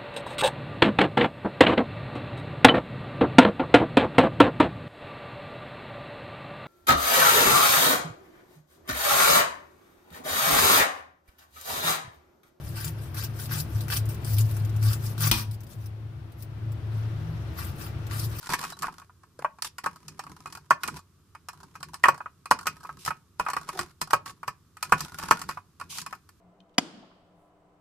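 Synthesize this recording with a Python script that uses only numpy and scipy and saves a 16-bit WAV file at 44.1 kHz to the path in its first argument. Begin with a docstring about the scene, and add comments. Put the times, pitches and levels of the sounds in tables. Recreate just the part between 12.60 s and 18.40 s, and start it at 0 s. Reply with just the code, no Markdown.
"""A large kitchen knife is rocked through the husk of a tender coconut in a small room.
A low hum and a rumble, made from a wavering tone and coloured noise, fill the room throughout.
Each push crushes wet fibres with a dull crunch, then rips them with a bright hiss; single strands snap.
Both are noise that follows showers of tiny breaks; the steel squeaks and low tones groan, all unsteady in pitch.
The slice breaks off and the blade chops down with a crack, ringing and a thud; after a pause a new cut starts."""
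import sys
import numpy as np
from scipy import signal
from scipy.fft import rfft, irfft, next_fast_len
from scipy.io import wavfile

SR = 44100
rng = np.random.default_rng(int(sys.argv[2]) if len(sys.argv) > 2 else 0)


def dump_mix(stems):
    """Bounce the given channels to the path in sys.argv[1] as a 16-bit WAV at rate SR."""
    frames = np.atleast_2d(stems).T  # one column per channel
    limited = np.clip(frames, -1, 1)  # hard clip at full scale
    pcm = np.round(limited * 32767).astype(np.int16)
    wavfile.write(sys.argv[1], SR, pcm)


N = 255780
T = np.arange(N) / SR  # time of each sample (s)
SIZE = 2 * next_fast_len(N // 2 + SR // 10)  # padded length for work on the spectrum
HZ = np.maximum(np.arange(SIZE // 2 + 1) * SR / SIZE, 1)  # its frequencies, kept above zero for the logarithm

# The blade is pushed into the husk. Each row: start in seconds, length in seconds, ripping level in dB,
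# crushing level at the start in dB, fall of the crushing over the push in dB.
PUSHES = [(0.17, 0.11, -39, -42.5, 5), (0.572, .073, -39, -37, 13), (0.919, 0.086, -35.5, -32, 21),
          (1.326, 0.043, -31, -30.5, 13), (1.667, .075, -40, -49, 19), (1.786, 0.016, -39, -55, 1),
          (2.235, 0.1, -38, -47, -3), (2.619, 0.06, -28, -34, 1), (4.988, 0.0063, -40.5, -40, 6),
          (5.525, .121, -39.5, -40.5, 13), (5.79, .05, -36.5, -41.5, 3)]
# Every push bites quickly and dies away once the blade stops.
BITE_DB_PER_S, RELEASE_DB_PER_S = 600, 519
# The last fibres of a push tear all together.
SURGE_DB, SURGE_S = 3, 0.018
# Lighter strokes, the blade drawn back or wiped along the husk. Each row: middle in seconds,
# half length in seconds, ripping level in dB, crushing level in dB.
DRAWS = [(0.077, 0.071, -49, -62), (0.437, 0.065, -52.5, -58), (0.813, 0.047, -39, -50),
         (1.174, 0.084, -47.5, -56), (1.51, 0.025, -45, -59), (1.887, 0.18, -48.5, -62),
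         (2.463, 0.051, -40, -52), (2.789, 0.033, -34, -43), (2.938, 0.014, -45.5, -76),
         (3.123, 0.03, -50, -69), (3.23, 0.061, -60, -64), (3.813, 0.032, -55, -71),
         (4.365, 0.053, -60, -57), (5.036, 0.065, -44.5, -45), (5.229, 0.054, -45, -47.5),
         (5.727, 0.046, -46.5, -50)]
# The blade stays wedged in the cut, where it rubs faintly. Each row: start in seconds, end in seconds,
# ripping level in dB, crushing level in dB.
WEDGED = [(0, 2.82, -61, -61), (4.32, 6.5, -71, -59)]
# Snapping strands and light touches of the blade. Each row: time in seconds, bright level in dB,
# dull level in dB (both before the lift given in cutting).
SNAPS = [(0.157, -47, -58), (0.245, -29.5, -51), (0.5446, -39.5, -46), (0.6365, -30, -67),
         (0.8568, -36.5, -56), (1.0, -29.5, -52), (1.2072, -34, -49), (1.282, -34.5, -36.5),
         (1.3014, -35, -31), (1.365, -28, -40), (1.455, -41.5, -62), (1.489, -39, -63), (1.544, -43.5, -60),
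         (1.646, -33.5, -58), (1.766, -37, -56), (1.7834, -26.5, -56), (1.809, -30.5, -57),
         (1.911, -40, -64), (1.9667, -39.5, -44), (2.0498, -41, -65), (2.0938, -47, -61), (2.163, -44, -73),
         (2.227, -38, -40.5), (2.3314, -29, -56), (2.5792, -40.5, -38.5), (2.606, -29, -35.5),
         (2.6715, -30.5, -38.5), (2.911, -42.5, -71), (3.0054, -47, -62), (3.0338, -49.5, -70),
         (3.0672, -48.5, -72), (3.1086, -55, -65), (3.2591, -45, -63), (3.7204, -54, -80),
         (3.8235, -42, -66), (4.119, -49, -69), (5.4673, -44.5, -51), (5.5112, -47, -33.5),
         (5.5954, -30, -57)]
# Tone colour of the ripping. Each row: frequency in Hz, relative level in dB per Hz.
RIP_SPECTRUM = [(300, -12.5), (900, -11.5), (2100, -9), (2800, -4), (3400, -2), (4100, -3.5), (4750, 0),
                (6300, -3), (8000, 0.5), (9400, 1), (12000, 2), (14300, 1.5), (15200, 6.5), (16000, -16)]
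# Tone colour of the crushing. Each row: frequency in Hz, relative level in dB per Hz.
CRUSH_SPECTRUM = [(150, -5), (350, -7), (700, -2), (1150, 3.5), (1700, 4.5), (2150, 0), (2750, 0.5),
                  (3600, -5), (5000, -6), (8000, -14.5), (16000, -32)]
# The husk rings lower as the cut goes deeper. Each row: time in seconds, pitch of the husk in Hz.
HUSK_PITCH = [(1.35, 1540), (2.3, 1342), (5.8, 1309)]
HUSK_DB, HUSK_WIDTH_HZ = 2.5, 330  # strength against the crushing, and width, of this woody resonance
# The steel squeaks in the wet husk while it is pushed: pitch, and level against the ripping.
SQUEAK_HZ, SQUEAK_DB = 4730, -15.5
# Low groaning tones: the nut under the blade, and at 4.7 s a swell of the room's boom.
# Each row: middle in seconds, half length in seconds, level in dB.
LOW_GROANS = [(0.277, 0.032, -32.5), (0.992, 0.056, -32), (2.665, 0.06, -29), (4.7, 0.1, -35.5)]
LOW_GROAN_HZ = 153.3
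# The blade breaks through and lands. Each row: time in seconds, crack level in dB, ring level in dB,
# thud level in dB.
CHOP = [(2.7136, 12.5, -32.5, -26.5)]
# Tone colour of the crack. Each row: frequency in Hz, relative level in dB per Hz.
CRACK_SPECTRUM = [(150, -0.5), (600, -15.5), (950, 0.5), (1500, -5), (2100, -6.5), (3400, 1), (4600, -2.5),
                  (5900, -2), (6900, -8.5), (9500, 0.5), (11000, -8.5), (12400, 2), (13800, -10),
                  (15200, -0.5), (16000, -1.5)]
CRACK_T60 = .034  # how long the crack rattles (s)
# Ringing of nut, board and blade. Each row: frequency in Hz, level against the ring level in dB,
# time to die away by 60 dB in seconds.
RINGING_MODES = [(216.7, -0.5, 0.55), (327, 1, .35), (905, -4, 0.26), (962, -2, 0.45), (2460, 9.5, 0.23),
                 (2627, 2, .17), (3050, -4, .16), (3320, 6, .12), (3405, -8, .14), (4350, -6, .2),
                 (4890, -3, 0.188), (5600, -10, 0.16)]
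# The hum swells and fades. Each row: time in seconds, level in dB before the trim and flutter given in hum.
HUM_LEVEL = [(0.0, -41), (0.05, -38.5), (0.42, -33), (0.48, -48), (0.58, -32.5), (0.86, -37.5), (0.92, -31),
             (1.1, -39), (1.16, -22), (1.23, -33.5), (1.5, -26.5), (1.53, -40.5), (1.79, -18.5),
             (1.95, -27), (2.29, -19.5), (2.37, -32), (2.44, -24.5), (2.57, -37.5), (2.62, -23), (2.7, -23),
             (2.73, -33.5), (2.92, -30.5), (3.15, -53), (3.18, -33.5), (3.81, -44.5), (4.15, -29),
             (4.2, -37.5), (4.33, -25), (4.91, -36), (4.94, -47.5), (5.64, -29), (5.8, -45)]
HUM_HZ = 107.7
# The rumble swells and fades. Each row: time in seconds, level in dB before the trims given in background.
RUMBLE_LEVEL = [(0, -37), (.5, -37), (1.1, -34.5), (1.6, -33.5), (2.6, -35.5), (2.95, -42), (3.8, -42.5),
                (4.0, -38.5), (4.4, -35.5), (5.8, -34.5)]
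# Tone colour of the rumble. Each row: frequency in Hz, relative level in dB per Hz.
RUMBLE_SPECTRUM = [(20, -7), (45, -13.5), (68, -0.5), (90, 9.5), (120, -1.5), (145, 0.5), (185, -6.5),
                   (280, -12.5), (350, -11), (480, -17.5), (660, -16.5), (950, -20), (1400, -21.5),
                   (3200, -29), (6000, -42), (16000, -47)]
# Low resonances that the rumble keeps sounding. Each row: frequency in Hz, width in Hz, relative level in dB.
BOOM_RESONANCES = [(72.6, 6.6, -1), (136.4, 6, 1.5), (327.6, 9.8, -14)]
# The right side is shaded at some pitches. Each row: frequency in Hz, gain of the right side in dB.
RIGHT_SHADE = [(100, -2.5), (500, -1), (850, -4.5), (1250, -1.5), (1950, -7.5), (2700, -6), (4000, -1.5),
               (5800, 2.5), (7300, -13.5), (8300, -13), (9600, -10.5), (11800, 0.5), (14000, -9.5),
               (15500, -7.5)]
CUTOFF_HZ = 15600


def pushing():
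    """Power of ripping and crushing in the pushes: the tearing ends in a surge while the crunch changes."""
    rip, crush = 0, 0
    for start, length, rip_db, crush_db, fall_db in PUSHES:
        end = start + length
        gate = held(start, end)
        depth = np.clip((T - start) / length, 0, 1)
        surge_db = SURGE_DB * arch(end, SURGE_S)
        rip = rip + (gate * from_db(rip_db + surge_db)) ** 2
        crush = crush + (gate * from_db(crush_db - fall_db * depth)) ** 2
    return np.array([rip, crush])


def sliding():
    """Power of ripping and crushing while the blade is drawn back or sits wedged in the cut."""
    power = 0
    for middle, half_length, rip_db, crush_db in DRAWS:
        power = power + (arch(middle, half_length) * from_db([[rip_db], [crush_db]])) ** 2
    for start, end, rip_db, crush_db in WEDGED:
        power = power + (held(start, end) * from_db([[rip_db], [crush_db]])) ** 2
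    return power


def cutting(stroke_power):
    """Fibres are crushed and ripped under the blade; the stronger strands snap singly."""
    rip_gain, crush_gain = np.sqrt(stroke_power)
    husk_hz, = in_time(HUSK_PITCH)
    times, bright_db, dull_db = np.transpose(SNAPS)
    rip = rip_gain * fibres(per_s=2600, spread_db=2.0, slip_db=1.5, slip_hz=200)
    crush = crush_gain * from_db(-4.5) * fibres(per_s=1000, spread_db=0.5, slip_db=3.0, slip_hz=130)
    bright_snaps = clicks(times, bright_db + 24.5)
    dull_snaps = clicks(times, dull_db + 17.5)
    # single fibres die at once; in the bright part a whole strand quivers a little longer
    rip_power = dying(rip ** 2, t60=0.012) + dying(bright_snaps ** 2, t60=0.042)
    crush_power = dying(crush ** 2, t60=0.015) + dying(dull_snaps ** 2, t60=0.015)
    bright = colour(scatter(rip_power, tail_db=-13.5, tail_t60=0.09), rms_one(gains(RIP_SPECTRUM)))
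    dull = colour(scatter(crush_power, tail_db=1.5, tail_t60=0.12), rms_one(gains(CRUSH_SPECTRUM)))
    # the crushed fibres also drive a broad woody resonance of the husk
    woody = from_db(HUSK_DB) * np.sqrt(crush_power) * ringing(husk_hz, HUSK_WIDTH_HZ)
    rustle = shifting(bright + from_db(2.0) * dull, patchy_db=3.0, per_s=40)
    return echoes(rustle + woody, echo_db=-10.5)


def squeak(push_power):
    """The steel sticks and slips in the wet husk: it squeaks with the ripping."""
    rip_gain = np.sqrt(push_power[0])
    return from_db(SQUEAK_DB) * rip_gain * rasp(SQUEAK_HZ, relative_width=.05)


def low_groans():
    """Low unsteady tones swell: the nut under the blade, and later once the boom of the room."""
    gain = sum(from_db(db) * arch(middle, half_length) for middle, half_length, db in LOW_GROANS)
    return gain * rasp(LOW_GROAN_HZ, relative_width=0.027)


def chop(thud_hz=56, thud_t60=0.26):
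    """The blade lands: a crack, the ringing of nut, board and steel, and a soft thud of the table."""
    times, crack_db, ring_db, thud_db = np.transpose(CHOP)
    dry_crack = colour(clicks(times, crack_db), rms_one(gains(CRACK_SPECTRUM)))
    crack = room(dry_crack, near_t60=CRACK_T60, tail_db=3.0, tail_t60=0.28, wall_hz=4500)
    t = T[:SR]
    hz, db, t60 = np.transpose(RINGING_MODES)[:, :, None, None]
    # each mode reaches the two microphones a fraction of a millisecond apart
    lag = rng.uniform(0, 0.0009, (len(RINGING_MODES), 2, 1))
    modes = from_db(db - 60 * t / t60) * np.sin(2 * np.pi * hz * (t - lag))
    one_ring = np.sum(modes, axis=0)
    one_thud = from_db(-60 * t / thud_t60) * np.sin(2 * np.pi * thud_hz * t)
    ring = signal.fftconvolve(clicks(times, ring_db)[None], one_ring, axes=1)[:, :N]
    thud = signal.fftconvolve(clicks(times, thud_db), one_thud)[:N]
    return crack + ring + thud


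def hum(waver_hz=1.47, flutter_db=1.64, gain_db=-0.6):
    """A low drone: a sine tone that swells and wavers."""
    level_db, = in_time(HUM_LEVEL)
    phase = 2 * np.pi * np.cumsum(HUM_HZ + waver_hz * drift(10.8)) / SR
    gain = from_db(level_db + gain_db + flutter_db * drift(18))
    return np.sqrt(2) * gain * np.sin(phase)  # the root makes a sine of rms 1


def background(boom_db=-4, rumble_db=-2.0, hiss_db=-70):
    """A far rumble, like traffic, booms in a few resonances over a faint even hiss."""
    level_db, = in_time(RUMBLE_LEVEL)
    peaks = sum(from_db(db) / (1 + ((HZ - hz) / width) ** 2) for hz, width, db in BOOM_RESONANCES)
    rumble = from_db(rumble_db) * noise_pair(gains(RUMBLE_SPECTRUM))
    boom = from_db(boom_db) * noise_pair(peaks)
    hiss = from_db(hiss_db) * rng.standard_normal((2, N))
    return from_db(level_db) * (rumble + boom) + hiss


def held(start, end):
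    """Gain of a stroke: a quick bite, a hold and a release."""
    bite_db = -BITE_DB_PER_S * np.clip(start - T, 0, 1)
    release_db = -RELEASE_DB_PER_S * np.clip(T - end, 0, 1)
    return from_db(bite_db + release_db)


def arch(middle, half_length):
    """Gain that swells and fades smoothly."""
    return np.exp(-np.minimum(((T - middle) / half_length) ** 2, 20))


def fibres(per_s, spread_db, slip_db, slip_hz):
    """Tiny fractures of uneven size, grouped in strength by the stick and slip of the blade."""
    sizes = from_db(spread_db * np.minimum(rng.exponential(1, N), 4)) * rng.choice([-1, 1], N)
    breaks = sizes * (rng.random(N) < per_s / SR)
    return rms_one(breaks * from_db(slip_db * drift(slip_hz)))


def clicks(times, db):
    """One impulse at each time."""
    out = np.zeros(N)
    out[np.round(np.asarray(times) * SR).astype(int)] = from_db(db)
    return out


def dying(power, t60):
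    """Spread energy into an exponential tail that falls 60 dB in t60 seconds."""
    keep = from_db(-120 / (t60 * SR))  # share of the power left after one sample
    return signal.lfilter([1 - keep], [1, -keep], power + 1e-18)


def scatter(power, tail_db, tail_t60):
    """A stereo rustle that follows the given power, with a room tail."""
    tail = from_db(tail_db) ** 2 * dying(power, tail_t60)
    return np.sqrt(power + tail) * rng.standard_normal((2, N))


def shifting(x, patchy_db, per_s, count=16):
    """Fibres differ in length and wetness, so the emphasis wanders from band to band."""
    centres = np.geomspace(900, 15000, count)
    spectrum, out = rfft(x, SIZE), 0
    for weights in np.eye(count):  # each band peaks at one centre and fades to its neighbours
        band = irfft(spectrum * np.interp(HZ, centres, weights))[:, :N]
        out = out + band * from_db(patchy_db * drift(per_s))
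    return out


def ringing(hz, width_hz):
    """A resonance kept sounding by random pulls; stereo, rms 1."""
    pulls = rng.standard_normal((2, N)) + 1j * rng.standard_normal((2, N))
    lowpass = signal.butter(2, width_hz / 2, fs=SR, output="sos")
    swell = signal.sosfilt(lowpass, pulls)
    phase = 2 * np.pi * np.cumsum(hz * np.ones(N)) / SR
    return rms_one(np.real(swell * np.exp(1j * phase)))


def rasp(hz, relative_width):
    """A tone of unsteady pitch and rms 1."""
    phase = 2 * np.pi * hz * np.cumsum(1 + relative_width * drift(hz / 8)) / SR
    return np.sqrt(2) * np.sin(phase)


def echoes(x, echo_db, count=6):
    """Early reflections off table, nuts and wall comb the sound, differently on each side."""
    out, gain = x.copy(), from_db(echo_db)
    for side in range(2):
        lags = (rng.uniform(.001, .008, count) * SR).astype(int)
        for k, lag in enumerate(lags):
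            out[side, lag:] += (-1) ** k * gain * x[side, :N - lag]
    return out / np.sqrt(1 + count * gain ** 2)


def burst(t60):
    """Dense dying reflections, different on each side, of unit energy."""
    t = T[:SR // 2]
    x = rng.standard_normal((2, len(t))) * from_db(-60 * t / t60)
    return x / np.sqrt(np.sum(x ** 2, axis=1, keepdims=True))


def room(x, near_t60, tail_db, tail_t60, wall_hz):
    """Quick scatter from nut and table, with a duller tail from the walls."""
    dull = np.exp(-2 * np.pi * wall_hz / SR)
    tail = signal.lfilter([1 - dull], [1, -dull], burst(tail_t60))
    response = burst(near_t60) + from_db(tail_db) * tail
    return signal.fftconvolve(x[None], response, axes=1)[:, :N]


def noise_pair(gain, alike_hz=480):
    """Stereo noise of rms 1, alike on both sides only in the bass."""
    alike = 1 / (1 + (HZ / alike_hz) ** 2)
    mid, side = rfft(rng.standard_normal((2, SIZE)))
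    pair = np.sqrt(1 + alike) * mid + np.sqrt(1 - alike) * side * [[1], [-1]]
    return rms_one(irfft(pair * gain)[:, :N])


def drift(rate):
    """Smooth chance with spread 1, changing about rate times a second."""
    # drawn at a twentieth of the sample rate; the first half only settles the filter
    lowpass = signal.butter(2, rate / 2, fs=SR / 20, output="sos")
    slow = signal.sosfilt(lowpass, rng.standard_normal(N // 10))
    return rms_one(np.interp(np.arange(N) / 20, np.arange(N // 20), slow[-(N // 20):]))


def colour(x, gain):
    """Filter with the given gains that answers as early as it can (minimum phase)."""
    cepstrum = irfft(np.log(gain + 1e-9))
    # folding the second half onto the first leaves no sound ahead of its cause
    cepstrum[1:SIZE // 2] *= 2
    cepstrum[SIZE // 2 + 1:] = 0
    return irfft(rfft(x, SIZE) * np.exp(rfft(cepstrum)))[..., :N]


def gains(points):
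    """A short spectrum as a gain at every frequency."""
    hz, db = np.transpose(points)
    return from_db(np.interp(np.log(HZ), np.log(hz), db))


def in_time(rows):
    """Each column of a curve, sample by sample."""
    times, *columns = np.transpose(rows)
    return [np.interp(T, times, column) for column in columns]


def rms_one(x):
    """Scale to rms 1."""
    return x / np.sqrt(np.mean(x ** 2) + 1e-20)


def from_db(db):
    """Decibels to gain."""
    return 10 ** (np.asarray(db) / 20)


def scene():
    """Knife work in front of the hum and rumble."""
    push_power = pushing()
    knife = cutting(push_power + sliding()) + squeak(push_power) + chop()
    return knife + low_groans() + hum() + background()


def record(dry):
    """The right microphone is shaded; the top is cut steeply."""
    pair = np.array([dry[0], colour(dry[1], gains(RIGHT_SHADE))])
    lowpass = signal.ellip(12, .1, 80, CUTOFF_HZ, fs=SR, output="sos")
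    return signal.sosfilt(lowpass, pair)


dry = scene()
out = record(dry)
dump_mix(out)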